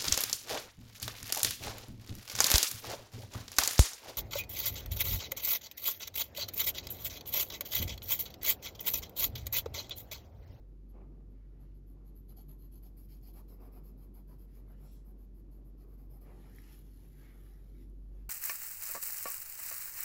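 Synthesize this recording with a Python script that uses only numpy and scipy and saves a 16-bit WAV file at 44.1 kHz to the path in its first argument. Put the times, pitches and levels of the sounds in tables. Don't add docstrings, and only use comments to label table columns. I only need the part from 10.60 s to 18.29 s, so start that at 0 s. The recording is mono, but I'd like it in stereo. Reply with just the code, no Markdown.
import sys
import numpy as np
from scipy import signal
from scipy.fft import rfft, irfft, next_fast_len
from scipy.io import wavfile
from scipy.ndimage import uniform_filter1d, map_coordinates

SR = 44100
rng = np.random.default_rng(int(sys.argv[2]) if len(sys.argv) > 2 else 0)


def wav_out(sig):
    wavfile.write(sys.argv[1], SR, np.round(np.clip(np.atleast_2d(sig).T, -1, 1) * 32767).astype(np.int16))


N = 339215
TOP_HZ = 15740
ARCH_DB = 3

# start_s, length_s, nib_hiss_db, paper_rasp_db, hand_rub_db, lean_db (end minus start)
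STROKES = [(0.08, 0.031, -92, -108.0, -91.0, -2.0), (0.29, 0.032, -78, -91, -76, -3),
           (0.698, 0.047, -91, -103.0, -86, 0.0), (0.995, 0.046, -77.5, -92, -74, 8),
           (1.146, 0.047, -81.0, -95, -90, -4.0), (1.267, 0.072, -77, -95, -81, 3),
           (1.45, 0.052, -75, -90.5, -87.0, 5), (1.554, 0.055, -73.5, -93, -77, -4),
           (1.685, 0.045, -64.5, -82, -71.0, 0), (1.766, 0.066, -66.5, -80.0, -68.5, -3.5),
           (1.883, 0.065, -68, -85, -69.5, -7), (1.983, 0.088, -71, -88.5, -75, 8),
           (2.118, 0.07, -66, -82.5, -81.0, 3), (2.229, 0.064, -66.5, -79, -75, -6),
           (2.369, 0.097, -68, -82, -82, -8), (2.487, 0.099, -69.0, -77, -76.5, -1.0),
           (2.623, 0.086, -66.5, -74.5, -76, 7.5), (2.733, 0.079, -66, -75.0, -64.0, 4),
           (2.882, 0.088, -70, -79, -70, -12), (2.999, 0.082, -70, -78.5, -65.5, 1),
           (3.121, 0.073, -68.0, -77.5, -65, 3.5), (3.238, 0.074, -68.5, -80.0, -72.5, -1),
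           (3.374, 0.094, -72, -87.0, -74.5, 2.0), (3.541, 0.07, -67.5, -81.5, -66.5, -3),
           (3.677, 0.084, -71.5, -83.5, -68, -6), (3.784, 0.073, -71.0, -84.5, -78.0, -2.0),
           (3.937, 0.073, -73, -86, -70, 2), (4.08, 0.055, -74.5, -91, -68.5, 1),
           (4.197, 0.08, -72, -88, -68.5, 5.0), (4.315, 0.055, -70.5, -96.0, -73.0, -2.0),
           (4.45, 0.073, -72.5, -90, -74.5, 1.0), (4.579, 0.079, -77, -89.5, -75.0, 7),
           (4.745, 0.068, -76.0, -92, -77, 5), (4.911, 0.093, -77.5, -92, -80, -8),
           (5.045, 0.062, -75.5, -94.0, -78, -3), (5.176, 0.072, -75.5, -85.0, -69, 4),
           (5.269, 0.088, -77, -88.5, -74, 7), (5.38, 0.086, -76, -87, -73.5, -9),
           (5.5, 0.085, -70.5, -84.5, -68.5, 0), (5.608, 0.055, -70.5, -82, -69, -4)]


def amp(db):
    return 10 ** (np.asarray(db) / 20)


def unit(x):
    return x / np.sqrt(np.mean(x ** 2) + 1e-30)


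def along(points, hz):
    f, v = np.transpose(points)
    return np.interp(np.log(hz + 1), np.log(f + 1), v)


def clock():
    return np.arange(N) / SR


def curves(rows):
    s, *cols = np.transpose(rows)
    return [np.interp(clock(), s, c) for c in cols]


def wobble(rate):
    knots = rng.standard_normal(int(N * rate / SR) + 4)
    return map_coordinates(knots, [np.arange(N) * rate / SR])


def gate(t, start, end, rise, fall):
    opening = (1 + np.tanh((t - start) / rise)) / 2
    closing = (1 + np.tanh((end - t) / fall)) / 2
    return opening * closing


def surge(s, rise, hold, fall):
    t = clock() - s
    exponent = np.where(t < 0, (t / rise) ** 2, np.maximum(t - hold, 0) / fall)
    return np.exp(-np.minimum(exponent, 20))


def filtered(x, response):
    m = next_fast_len(N + SR // 4)
    hz = np.fft.rfftfreq(m, 1 / SR)
    return irfft(rfft(x, m) * response(hz), m)[..., :N]


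def coloured(x, spectrum):
    top_hz = spectrum[-1][0]
    return unit(filtered(x, lambda hz: amp(along(spectrum, hz)) / (1 + (hz / top_hz / 2) ** 2)))


def friction(rate, spread_db, life, smooth):
    sizes = amp(spread_db * np.clip(rng.standard_normal(N), -2, 2))
    catches = (rng.random(N) < rate / SR) * sizes
    keep = np.exp(-1 / (life * SR))
    force = signal.lfilter([1], [1, -keep], catches ** 2)
    return unit(np.sqrt(force / force.mean() + smooth ** 2) * rng.standard_normal(N))


def patchy(x, depth_db):
    z = signal.stft(x, nperseg=512)[2]
    field = uniform_filter1d(rng.standard_normal(z.shape), size=7, axis=0)
    field = uniform_filter1d(field, size=11, axis=1)
    return unit(signal.istft(z * amp(depth_db * unit(field)), nperseg=512)[1][:N])


def ports(direct, diffuse):
    # hz, likeness (0-1)
    likeness = [(60, .98), (150, .87), (300, .72), (550, .3), (1000, .12), (2000, .55), (3000, .45),
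                (4700, .68), (6000, .45), (7200, .58), (8300, .98), (10500, .92), (12500, .95),
                (14000, .99)]
    # hz, lead_rad
    phase_lead = [(100, 0), (500, .4), (900, 1.5), (1700, -.8), (3100, 1.3), (5200, .7), (5800, -1.2),
                  (6800, -1.3), (7600, -2.6), (8600, -3.2), (10000, -4.1), (12000, -5.3), (13200, -6.2),
                  (15500, -6.4)]
    # hz, left_minus_right_db
    side_tilt = [(100, 7), (600, 0), (1900, 2), (2800, 5), (5000, 4.5), (5800, 2.5), (7200, 1), (8600, 0)]
    sides = np.array([[1], [-1]])
    share = lambda hz: np.clip(along(likeness, hz), 0, .995)
    tilt = lambda hz: amp(sides * along(side_tilt, hz) / 2)
    turn = lambda hz: np.exp(1j * sides * along(phase_lead, hz) / 2)
    near = filtered(direct, lambda hz: tilt(hz) * np.sqrt(share(hz)) * turn(hz))
    return near + filtered(diffuse, lambda hz: tilt(hz) * np.sqrt(1 - share(hz)))


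def distant(pair, spectrum):
    # hz, left_right_likeness (-1 to 1)
    far_likeness = [(60, 1), (110, 0.88), (200, 0.81), (380, 0.44), (550, -0.44), (800, -0.21),
                    (1300, -0.43), (2400, 0.057), (4400, -0.35)]
    turn = lambda hz: np.arccos(np.clip(along(far_likeness, hz), -1, 1)) / 2
    mid_side = lambda hz: np.array([np.cos(turn(hz)), np.sin(turn(hz))])
    mid, side = filtered(coloured(pair, spectrum), mid_side)
    return unit(np.array([mid + side, mid - side]))


def room(x, early_s, late_db):
    # hz, t60_s
    tail_t60 = [(200, 0.3), (2000, 0.36), (12000, 0.51)]
    step, length = SR // 22, SR // 5
    x = np.pad(x, (step, 2 * step))
    fade = np.sin(np.pi * np.arange(2 * step) / (2 * step))
    out = np.zeros((2, N + SR))
    for i in range(0, N + step, step):
        hz, t, z = signal.stft(rng.standard_normal((2, length)), SR, nperseg=128)
        late = amp(late_db - 60 * t / along(tail_t60, hz)[:, None])
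        decay = np.exp(-t / early_s) + late
        decay = decay / np.linalg.norm(decay, axis=1, keepdims=True)
        tail = signal.istft(z * decay, SR, nperseg=128)[1]
        tail = tail / np.linalg.norm(tail, axis=1, keepdims=True)
        echo = signal.fftconvolve(fade * x[None, i:i + 2 * step], tail, axes=1)
        out[:, i:i + echo.shape[1]] += echo
    return out[:, step:step + N]


def background():
    # time_s, level_db
    hum_level = [(0, -50.5), (1.6, -51), (1.74, -52.5), (1.9, -50.5), (5.3, -50.5), (6.1, -52.5),
                 (6.8, -52), (7.1, -50), (7.4, -47), (7.69, -45.5)]
    # multiple, level_db
    overtones = [(2, -71.5), (3, -73.5)]
    # hz, level_db (relative)
    air_colour = [(20, -15.5), (45, 4.5), (70, -1), (110, 2.5), (260, -8), (450, -14.5), (700, -33),
                  (1200, -32.5), (2000, -38.5), (4800, -42), (6000, -43), (10500, -42.5), (12000, -37),
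                  (13800, -62.5)]
    hum_hz = 47.36
    turn = 2 * np.pi * hum_hz * clock() + 0.022 * wobble(2.2)
    hum = amp(curves(hum_level)[0] + 0.19 * wobble(9.0)) * np.sin(turn)
    for multiple, db in overtones:
        hum = hum + amp(db + wobble(9.3)) * np.sin(multiple * turn + 2 * np.pi * rng.random())
    shared_air = coloured(rng.standard_normal(N), air_colour)
    loose_air = coloured(rng.standard_normal((2, N)), air_colour)
    hum_pair = np.sqrt(2) * hum * amp([[-.3], [.3]])
    return hum_pair + amp(-62.0) * ports(shared_air, loose_air)


def dishwasher():
    # peak_s (in the first turn), level_db, rise_s, hold_s, fall_s
    sweeps = [(0.357, -57.5, 0.022, 0.054, 0.061), (0.546, -68, 0.046, 0.019, 0.16),
              (1.405, -68.5, 0.055, 0.035, 0.1), (2.237, -74, 0.035, 0.061, 0.067)]
    # hz, level_db (relative)
    swish_colour = [(120, -16), (250, 3.5), (380, 4), (520, 0), (750, -4), (1000, -9), (1200, -7),
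                    (1400, -17.5), (1900, -23.5), (2300, -21.5), (2700, -26), (3200, -34), (6000, -46)]
    # hz, level_db (relative)
    wash_colour = [(200, -8.5), (350, -0.5), (500, -2.5), (750, -12), (1100, -17), (1600, -27),
                   (3000, -37.5)]
    # time_s, level_db
    drumming_level = [(0, -68.5), (.5, -61), (.8, -67), (1.9, -62), (2.48, -65.5), (3.1, -60), (3.8, -64.5),
                      (5.7, -63), (6.6, -65.5), (7.04, -71.5), (7.19, -61), (7.69, -70)]
    # hz, level_db (relative)
    tub_colour = [(60, -34.5), (95, -11.5), (120, -5), (165, -6), (195, 4.5), (225, -1.5), (265, 4),
                  (300, -1.5), (335, 1), (430, -11.5), (560, -17), (900, -40)]
    turn_s, wash_db = 2.658, -71

    def spatter():
        return np.array([friction(rate=520, spread_db=3.5, life=.0015, smooth=1.1) for _ in range(2)])

    jet_power = np.zeros(N)
    for turn in np.arange(0, N / SR, turn_s):
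        for peak, db, rise, hold, fall in sweeps:
            jet_power += (amp(db) * surge(peak + turn, rise, hold, fall)) ** 2
    swish = np.sqrt(jet_power) * amp(.5 * wobble(60)) * distant(spatter(), swish_colour)
    wash = amp(wash_db + 2.6 * wobble(15)) * distant(spatter(), wash_colour)
    drum_gain = amp(curves(drumming_level)[0] + 0.61 * wobble(11))
    drumming = drum_gain * distant(rng.standard_normal((2, N)), tub_colour)
    return swish + wash + drumming


def table_top():
    # peak_s, level_db (rms of the ring at its height)
    arm_bumps = [(.49, -62), (1.04, -62.5), (1.89, -57.5), (2.07, -62), (2.83, -63), (3.259, -59.5),
                 (4.129, -63), (5.53, -58.5)]
    # hz, level_db (relative)
    boom_colour = [(90, -43), (128, -14.5), (138, 1), (147, 6.5), (158, -22.5), (220, -36)]
    boom_hz, murmur_db = 144, -72
    bumps = sum(amp(db) * surge(peak, rise=0.057, hold=0, fall=0.076) for peak, db in arm_bumps)
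    ring = np.sqrt(2) * np.sin(2 * np.pi * boom_hz * clock() + .9 * wobble(22))
    return bumps * ring + amp(murmur_db) * coloured(rng.standard_normal(N), boom_colour)


def snaps():
    # time_s, level_db, centre_hz, t60_s, ring_share (0-1)
    paper_snaps = [(2.614, -55, 8850, .008, .2), (5.949, -52, 11500, .008, .1),
                   (5.962, -46, 12000, .009, .1), (5.985, -42.5, 1900, .016, .7),
                   (5.989, -53, 4850, .01, .55), (6.003, -54.5, 2050, .022, .6),
                   (6.019, -50, 11400, .011, .3), (6.039, -60, 4950, .025, .3), (6.075, -56, 900, .025, .6),
                   (6.18, -55.5, 1150, .025, .7), (6.191, -56, 11400, .04, .1),
                   (6.864, -56, 1700, .025, .6), (6.962, -65, 2400, .012, .3),
                   (7.299, -57, 10000, .008, .2)]
    puff_q = 2.5
    out, t = np.zeros(N + SR), np.arange(SR // 8) / SR
    for s, db, hz, t60, ring in paper_snaps:
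        band = signal.iirpeak(min(hz, TOP_HZ), puff_q, SR)
        puff = signal.lfilter(*band, rng.standard_normal(len(t)))
        puff = unit(signal.lfilter(*band, puff))
        tick = ring * np.sin(2 * np.pi * hz * t) + (1 - ring) * puff * .6
        tick = tick * np.exp(-np.log(1000) * t / t60)
        out[round(s * SR):][:len(t)] += amp(db) * tick
    return out[:N]


def hand_slides():
    # time_s, skin_friction_db, sheet_resonance_db
    slides = [
        [(.72, -110, -87), (.8, -104, -84.5), (.95, -102, -86.5), (1.04, -88, -83), (1.13, -99, -85),
         (1.17, -110, -102)],
        [(3.87, -85, -85), (3.95, -76, -77.5), (4.03, -91, -87), (4.11, -82, -76.5), (4.2, -83, -84.5),
         (4.38, -94, -86), (4.46, -98, -91)],
        [(5.65, -77, -72), (5.76, -74, -78), (5.86, -74.5, -71), (5.99, -66.5, -71), (6.07, -71, -68),
         (6.13, -62, -68.5), (6.18, -67, -74.5), (6.21, -69, -81), (6.235, -74.5, -83), (6.42, -70.5, -78.5),
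         (6.51, -72.5, -81), (6.58, -69.5, -73.5), (6.66, -70, -69), (6.71, -70, -69), (6.78, -73, -76.5),
         (6.87, -70, -77.5), (6.98, -75, -75.5), (7.07, -78.5, -86.5), (7.15, -76, -81), (7.22, -73, -76),
         (7.3, -84.5, -95), (7.46, -87, -100), (7.59, -78.5, -80.5), (7.69, -88, -90)],
    ]
    # hz, level_db (relative)
    skin_colour = [(1400, -24), (2600, -5), (3300, 0.5), (4200, -3.5), (4900, -3), (5700, -4.5),
                   (7000, -1.5), (8500, -5), (9800, 6), (11200, 4.5), (12200, 7.5), (13200, -2.5),
                   (15500, -11.5)]
    # hz, level_db (relative)
    slack_colour = [(400, -35), (800, 1), (1000, -14), (1250, 0.5), (1450, -2.5), (1850, 0), (2080, -0.5),
                    (2280, -1.5), (2650, -16.5), (4500, -14.5), (7000, -44)]
    # hz, level_db (relative)
    taut_colour = [(400, -31), (800, 4), (1200, -5), (1550, -3.5), (1800, -0.5), (2100, -3), (2500, -3.5),
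                   (2950, -2), (3400, -14.5), (4300, -11), (7000, -19)]
    # time_s, share (0-1)
    stretch = [(.8, 0.4), (1.05, 0.9), (4.1, 0.4), (4.35, 1), (5.8, 0.47), (6.15, 0.44), (6.4, 0.8),
               (6.65, 0.07), (7.15, 0), (7.22, 0.85)]
    # start_s, end_s, level_db
    brushes = [(4.234, 4.395, -70.5), (5.744, 5.964, -76.5), (5.99, 6.16, -69.5)]
    # hz, level_db (relative)
    brush_colour = [(1200, -9), (2500, -4), (4200, 1.5), (4800, -2.5), (5350, 5.5), (6200, -3), (7600, 6.5),
                    (9000, 8), (10200, 5), (11500, -1), (15000, -22)]
    slide_edge_s, brush_edge_s = 0.011, 0.036

    def rustle(spectrum):
        return coloured(friction(rate=400, spread_db=5, life=.001, smooth=1.4), spectrum)

    t, skin, sheet = clock(), np.zeros(N), np.zeros(N)
    for slide in slides:
        s, skin_db, sheet_db = np.transpose(slide)
        contact = gate(t, s[0], s[-1], slide_edge_s, slide_edge_s)
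        skin += contact * amp(np.interp(t, s, skin_db))
        sheet += contact * amp(np.interp(t, s, sheet_db))
    fine = friction(rate=500, spread_db=4.5, life=.0003, smooth=1.2)
    skin = skin * amp(0.73 * wobble(40)) * coloured(patchy(fine, depth_db=0.9), skin_colour)
    taut = np.clip(curves(stretch)[0] + 0.072 * wobble(12), 0, 1)
    resonance = np.sqrt(1 - taut) * rustle(slack_colour) + np.sqrt(taut) * rustle(taut_colour)
    sheet = sheet * amp(0.29 * wobble(35)) * resonance
    brush = sum(amp(db) * gate(t, start, end, brush_edge_s, brush_edge_s) for start, end, db in brushes)
    return skin + sheet + brush * coloured(rng.standard_normal(N), brush_colour)


def stroking(levels_db, arch_db, rise, fall):
    t, out = clock(), np.zeros(N)
    for (start, length, *_, lean_db), db in zip(STROKES, levels_db):
        near = (t > start - .1) & (t < start + length + .1)
        way = np.clip((t[near] - start) / length, 0, 1)
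        shape_db = arch_db * (np.sin(np.pi * way) - 2 / np.pi) + lean_db * (way - .5)
        out[near] += amp(db + shape_db) * gate(t[near], start, start + length, rise, fall)
    return out


def hand_rub():
    # start_s, end_s, level_db
    dull_swells = [(2.91, 2.99, -69), (5.63, 5.9, -69)]
    # hz, level_db (relative)
    rub_colour = [(150, -14), (330, 3), (520, 6), (800, 1.5), (1170, -2), (1600, -12.5), (2300, -15),
                  (3000, -26.5), (5000, -40)]
    tug_lag_s = 0.0053
    t = clock()
    rub_db = np.transpose(STROKES)[4]
    tugs = np.interp(t - tug_lag_s, t, stroking(rub_db, ARCH_DB, rise=0.014, fall=0.019))
    dull_swell = sum(amp(db) * gate(t, start, end, .04, .04) for start, end, db in dull_swells)
    rub = friction(rate=450, spread_db=4, life=.001, smooth=.85)
    return np.hypot(tugs, dull_swell) * coloured(rub, rub_colour)


def pen():
    # time_s, grip (0-1)
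    grip_curve = [(0, 0.66), (1.6, 0.9), (2.17, 1), (2.3, 0.12), (4.4, 0.18)]
    # hz, level_db (relative)
    nib_gripping = [(6500, -58), (8000, -47), (9000, -38), (9800, -30), (10300, 1), (10800, -11),
                    (11450, 5.5), (12400, 1), (13100, -23), (14200, -24), (15500, -22)]
    # hz, level_db (relative)
    nib_gliding = [(6500, -61), (7900, -5.5), (8500, -34), (9200, 2.5), (10100, 0), (10900, -2),
                   (11700, 3.5), (12300, 6.5), (13100, 1.5), (14200, -7.5), (15500, -6.5)]
    # hz, level_db (relative)
    paper_gripped = [(300, -34), (750, 2.5), (1200, -16), (1900, -23), (2600, -15), (3250, -8), (3750, -15),
                     (4350, -5.5), (5100, -12.5), (5650, -18), (6800, -5.5), (7700, -16.5), (10000, -48)]
    # hz, level_db (relative)
    paper_glided = [(300, -3), (700, -10.5), (1200, -13), (1700, -14), (2300, -5.5), (2700, -10),
                    (3250, -17), (3800, -11), (4400, -8.5), (5100, -1), (5700, -10), (6800, -19),
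                    (7700, -9), (10000, -50)]
    nib_patchy_db = 1.8
    _, _, hiss_db, rasp_db, _, _ = np.transpose(STROKES)
    hiss = stroking(hiss_db, ARCH_DB, rise=.0035, fall=.0105)
    rasp = stroking(rasp_db, ARCH_DB, rise=.005, fall=.016)
    hiss = hiss + amp(-15.5) * uniform_filter1d(hiss, size=SR // 8)
    pressure = amp(.6 * wobble(45))
    coarse = friction(rate=1100, spread_db=3.5, life=.0006, smooth=.8)
    fine = friction(rate=1400, spread_db=3.5, life=.0003, smooth=.9)
    catching = pressure * patchy(coarse, nib_patchy_db)
    gliding = pressure * patchy(fine, nib_patchy_db)
    gripped = hiss * amp(0.5) * coloured(catching, nib_gripping)
    gripped = gripped + rasp * amp(8.0) * coloured(catching, paper_gripped)
    glided = hiss * amp(-0.5) * coloured(gliding, nib_gliding)
    glided = glided + rasp * amp(0.5) * coloured(gliding, paper_glided)
    grip = np.clip(curves(grip_curve)[0] + 0.065 * wobble(4.5), 0, 1)
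    return np.sqrt(grip) * gripped + np.sqrt(1 - grip) * glided


def scene():
    desk = table_top() + hand_slides() + hand_rub() + pen()
    ticks = snaps()
    echoes = room(desk + ticks / 2, early_s=0.0046, late_db=-14.0)
    return background() + dishwasher() + ports(desk + ticks, echoes)


def record(dry):
    return filtered(dry, lambda hz: hz < TOP_HZ)


dry = scene()
out = record(dry)
wav_out(out)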